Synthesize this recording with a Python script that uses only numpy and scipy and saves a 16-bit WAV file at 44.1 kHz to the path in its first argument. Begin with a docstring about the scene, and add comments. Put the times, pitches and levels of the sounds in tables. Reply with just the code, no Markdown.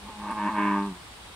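"""Wind and ripples hiss over an open pond throughout. A bullfrog among lily pads gives one bellow.
Its vocal folds pulse at about 100 Hz: the vocal sac hums on the low harmonics, eardrums and throat
ring with every pulse, the banks scatter a faint echo. First come three raspy, stuttering swells,
with a tiny splash at the second. Then a long full note, with two more splashes, smooths, sags and dies."""
import sys
import numpy as np
from scipy import signal
from scipy.io import wavfile
from scipy.ndimage import uniform_filter1d

SR = 44100
rng = np.random.default_rng(int(sys.argv[2]) if len(sys.argv) > 2 else 0)


def dump(signal):
    """Clip the signal to [-1, 1] and save it as 16-bit WAV at the path in sys.argv[1]."""
    limited = np.clip(np.atleast_2d(signal).T, -1, 1)
    pcm = np.round(limited * 32767).astype(np.int16)
    wavfile.write(sys.argv[1], SR, pcm)


N = 59535

# wind and ripple spectrum: f/Hz, relative density/dB
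POND_SPECTRUM = [(25, -17), (38, -2.5), (55, 6.5), (80, 2), (125, -2.5), (190, -5), (300, -7.5), (450, -8),
                 (650, -10.5), (800, -3.5), (980, -4.5), (1300, -9), (2000, -12.5), (2900, -12.5),
                 (3500, -10.5), (4200, -14), (5000, -17), (6400, -23.5), (7500, -20.5), (8800, -17),
                 (11000, -28.5), (13000, -32.5), (15500, -33.5)]
# wind and ripple stereo image: f/Hz, left-right correlation
POND_CORRELATION = [(30, 1), (150, 0.84), (500, 0.35), (1000, 0.76), (2000, -0.22), (4000, 0.085),
                    (8000, -0.14), (15000, -0.057)]
# vocal fold pulse rate: t/s, f/Hz
FOLD_RATE = [(0, 98.9), (.06, 101.6), (.09, 106), (.15, 105.3), (.2, 104), (.26, 103.3), (.305, 102),
             (.33, 105.7), (.378, 107), (.395, 103.1), (.45, 103.1), (.49, 102.2), (.51, 109.4),
             (.54, 105.3), (.57, 103.5), (.66, 101.7), (.72, 100.5), (.81, 99.6), (.87, 100.5), (.91, 93.5),
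             (.94, 88.3), (.97, 88.7)]
# folds catch and skip ahead as each swell ends: t/s, skip/cycles
FOLD_CATCHES = [(0.096, 0.42), (0.317, .35), (0.494, .5)]
# fold motion: t/s, roughness, half-cycle rebound strength (both clipped to 0-1)
FOLD_BEAT = [(0, .8, .6), (.09, 0.8, 0.6), (.13, 0.2, 1), (.17, 0.45, 0.2), (.22, 1.17, 0),
             (.30, 0.77, 0.2), (.35, 0.37, 0.3), (.41, 0.47, 0.03), (.48, 0.5, 0.74), (.52, 0.36, 0),
             (.58, 0.5, 0.58), (.71, 0.55, 0.48), (.78, 0.37, 0), (.85, 0.11, 0.09), (.95, 0.2, 0.59)]
# sac hum: t/s, relative level/dB of harmonics 2, 3, 4
SAC_LEVELS = [(0.0, -56, -66, -65), (0.024, -49, -61, -75), (0.04, -48.5, -63, -54.5),
              (0.07, -43, -68, -73), (0.1, -48, -53, -46.5), (0.132, -56.5, -80, -74),
              (0.192, -41, -56.5, -57), (0.3, -37, -46.5, -57), (0.34, -43, -58.5, -56),
              (0.472, -28, -32.5, -46), (0.502, -38.5, -48, -68), (0.528, -36, -50, -69),
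              (0.564, -33, -41, -48), (0.588, -30.5, -30.5, -39.5), (0.69, -27, -29.5, -40.5),
              (0.81, -28.5, -33, -40), (0.884, -32, -43.5, -41.5), (0.924, -37, -44.5, -49.5),
              (0.946, -47, -53, -56), (0.98, -55.5, -68, -57)]
# eardrum ring centre, rising with each push: t/s, f/Hz
RING_CENTRE = [(0, 870), (.09, 882), (.16, 860), (.24, 860), (.30, 940), (.35, 872), (.41, 945),
               (.455, 942), (.485, 1007), (.52, 898), (.58, 952), (.63, 1004), (.69, 980), (.73, 988.6),
               (.78, 907), (.95, 954)]
# steady resonances above the ring: f/Hz, width/Hz, gain/dB
EARDRUM_MODES = [(1065, 90, -10), (1190, 100, -12)]
# weak low body resonances: f/Hz, width/Hz, gain/dB
BODY_MODES = [(333.7, 44, -14.5), (598, 160, -20)]
# throat resonances: f/Hz, width/Hz, gain/dB, left minus right/dB
THROAT_MODES = [(1578, 63, 11.5, -0.5), (1734, 58, 5, -15), (1866, 37, -1.5, 11), (2190, 140, -0.5, -9.5),
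                (2508, 47, -1, 4), (2639, 41, -5, 9), (3330, 550, -15, 20)]
# rasp envelopes: t/s, relative eardrum level/dB, relative throat level/dB
RASP_LEVELS = [(0.0, -65, -63), (0.088, -40.5, -65), (0.11, -45, -53), (0.164, -46, -63),
               (0.178, -43.5, -56), (0.314, -28.5, -39), (0.35, -36.5, -50.5), (0.382, -29, -40),
               (0.462, -28, -35), (0.476, -23.5, -33.5), (0.526, -33, -44), (0.584, -24.5, -31),
               (0.682, -25.5, -32), (0.784, -27, -37.5), (0.878, -38.5, -52), (0.882, -41, -53),
               (0.944, -60, -73), (0.95, -53.5, -52)]
# tiny splashes: t/s, level/dB, decay/s
SPLASH_EVENTS = [(.310, -47, .014), (.595, -57, .008), (.862, -54.5, 0.012)]

TIME_S = np.arange(N) / SR


def from_db(db):
    return 10 ** (np.asarray(db) / 20)


def unit_rms(x):
    return x / np.sqrt(np.mean(x ** 2) + 1e-20)


def curves(rows):
    """Each column of a time table at every sample."""
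    times_s, *columns = np.transpose(rows)
    return [np.interp(TIME_S, times_s, column) for column in columns]


def envelopes(rows, release_s=0.022):
    """Level curves as gains, decaying after the last row."""
    after_s = np.maximum(TIME_S - rows[-1][0], 0)
    return [from_db(db) * np.exp(-after_s / release_s) for db in curves(rows)]


def at_hz(rows, hz):
    """Table lookup on a log-frequency axis."""
    rows_hz, values = np.transpose(rows)
    return np.interp(np.log(hz), np.log(rows_hz), values)


def drift(corner_hz):
    """Low-passed noise, unit rms."""
    hop, settle = 40, 2000
    r = np.exp(-2 * np.pi * corner_hz * hop / SR)
    white = rng.standard_normal(N // hop + settle + 2)
    slow = signal.lfilter([1], [1, -2 * r, r * r], white)[settle:]
    return np.interp(np.arange(N) / hop, np.arange(len(slow)), unit_rms(slow))


def band(x, edges_hz, order=2):
    return signal.sosfilt(signal.butter(order, edges_hz, "band", fs=SR, output="sos"), x)


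def resonate(x, hz, width_hz):
    """Two-pole resonance, unit peak gain."""
    r = np.exp(-np.pi * width_hz / SR)
    feedback = [1, -2 * r * np.cos(2 * np.pi * hz / SR), r * r]
    return signal.lfilter(np.array([1, 0, -1]) * (1 - r * r) / 2, feedback, x)


def glide(x, hz, width_hz, block=128):
    """Resonance with a moving centre."""
    out, state = np.zeros(N), np.zeros(1, complex)
    r = np.exp(-np.pi * width_hz / SR)
    for i in range(0, N, block):
        pole = r * np.exp(2j * np.pi * hz[i] / SR)
        y, state = signal.lfilter([2 * (1 - r)], [1, -pole], x[i:i + block], zi=state)
        out[i:i + block] = y.real
    return out


def hold_level(x, window=882):
    """Unit rms over a few pulses."""
    power = np.mean(np.atleast_2d(x) ** 2, axis=0)
    return x / np.sqrt(uniform_filter1d(uniform_filter1d(power, window), window) + 1e-14)


def pond(level_db=-45.5, flicker_db=0.75):
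    """Wind and ripple noise in flickering quarter-octave bands, wide in the treble."""
    edges_hz = 22 * 2 ** (np.arange(40) / 4)
    white = rng.standard_normal((2, 2, N + 8000))
    hiss = 0
    for k, (low, high) in enumerate(zip(edges_hz, edges_hz[1:])):
        mid, side = band(white[k % 2], (low, high), order=3)[:, -N:]
        hz = np.sqrt(low * high)
        correlation = at_hz(POND_CORRELATION, hz)
        spread = np.sqrt((1 - correlation) / (1 + correlation))
        gain = from_db(at_hz(POND_SPECTRUM, hz) + flicker_db * drift(corner_hz=14.6))
        hiss = hiss + gain * (mid + spread * side * [[1], [-1]])
    return from_db(level_db) * unit_rms(hiss)


def fold_snaps(cycles, rough, jitter_s=0.00016):
    """One snap of the folds per cycle; roughness scatters the timing."""
    onsets = np.flatnonzero(np.diff(np.floor(cycles)) > 0)
    jitter = jitter_s * SR * rough[onsets] * rng.standard_normal(len(onsets))
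    snaps = np.zeros(N)
    snaps[np.clip(onsets + jitter, 0, N - 1).astype(int)] = 1
    return unit_rms(snaps)


def turbulence(cycles, rough, strength=0.99, focus=0.51):
    """Puffs of air noise, strongest as the folds shut."""
    puffs = rng.standard_normal(N) * np.exp(focus * np.cos(2 * np.pi * cycles))
    return strength * rough * unit_rms(puffs)


def vocal_sac(cycles, rough, gain_db=-1.56, flutter=0.19):
    """The sac hums on harmonics 2-4, fluttering when the folds are rough."""
    hum = 0
    for harmonic, envelope in enumerate(envelopes(SAC_LEVELS), 2):
        wobble = 1 + flutter * rough * drift(corner_hz=68)
        hum = hum + envelope * wobble * np.cos(2 * np.pi * harmonic * cycles)
    return from_db(gain_db) * np.sqrt(2) * hum


def eardrums(pulses, gain_db=-2.02, filter_delay_s=0.001743):
    """A strong gliding ring, two weaker ones above, body modes below; all in step with the throat."""
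    ring = glide(pulses, curves(RING_CENTRE)[0], width_hz=50.3)
    ring += sum(from_db(db) * resonate(pulses, hz, width) for hz, width, db in EARDRUM_MODES)
    body = sum(from_db(db) * resonate(resonate(pulses, hz, width), hz, width)
               for hz, width, db in BODY_MODES)
    steady = hold_level(band(ring, edges_hz=(864, 1183), order=3) + body)
    return from_db(gain_db) * np.interp(TIME_S + filter_delay_s, TIME_S, steady)


def throat(pulses, gain_db=-2.8):
    """Short bright throat resonances, each with its own pan."""
    rings = sum(from_db(db + pan_db * np.array([[.5], [-.5]])) * resonate(pulses, hz, width)
                for hz, width, db, pan_db in THROAT_MODES)
    return from_db(gain_db) * hold_level(band(rings, edges_hz=(1490, 3045), order=4))


def bullfrog(catch_s=0.0047, hum_lag_s=0.00093):
    """The folds shut and rebound, driving sac, eardrums and throat."""
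    rate_hz = curves(FOLD_RATE)[0]
    rough, rebound = np.clip(curves(FOLD_BEAT), 0, 1)
    skips = sum(skip * (1 + np.tanh((TIME_S - at_s) / catch_s)) / 2 for at_s, skip in FOLD_CATCHES)
    cycles = np.cumsum(rate_hz) / SR + skips
    closures = fold_snaps(cycles, rough)
    rebounds = rebound * fold_snaps(cycles + 0.5, rough)
    puffs = turbulence(cycles, rough)
    ring_envelope, treble_envelope = envelopes(RASP_LEVELS)
    hum = vocal_sac(cycles - hum_lag_s * rate_hz, rough)
    ring = ring_envelope * eardrums(closures + rebounds + 0.9 * puffs)
    treble = treble_envelope * throat(closures + 0.86 * rebounds + puffs)
    return hum + ring + treble


def bank_echo(call, gain_db=-12, t60_s=0.48, spread=0.48):
    """Faint scatter from water and banks, mostly from straight ahead."""
    t = TIME_S[:N // 2]
    mid, side = rng.standard_normal((2, len(t))) * from_db(-60 * t / t60_s)
    tail = mid + spread * side * [[1], [-1]]
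    tail /= np.sqrt(np.sum(tail ** 2) / 2)
    return from_db(gain_db) * signal.fftconvolve(band(call, edges_hz=(800, 4000)), tail, axes=1)[:, :N]


def splashes():
    """Ripples break on the pads in brief high fizzes."""
    envelope = sum(from_db(db) * (TIME_S > at_s) * np.exp(-np.abs(TIME_S - at_s) / decay_s)
                   for at_s, db, decay_s in SPLASH_EVENTS)
    return envelope * unit_rms(band(rng.standard_normal((2, N)), edges_hz=(8200, 10000)))


def scene():
    """The frog on the windy pond."""
    frog = bullfrog()
    return pond() + frog + bank_echo(frog) + splashes()


def record(dry):
    """Steep low-pass."""
    cutoff_hz = 15700
    return signal.sosfilt(signal.ellip(12, .1, 80, cutoff_hz, fs=SR, output="sos"), dry)


dry = scene()
out = record(dry)
dump(out)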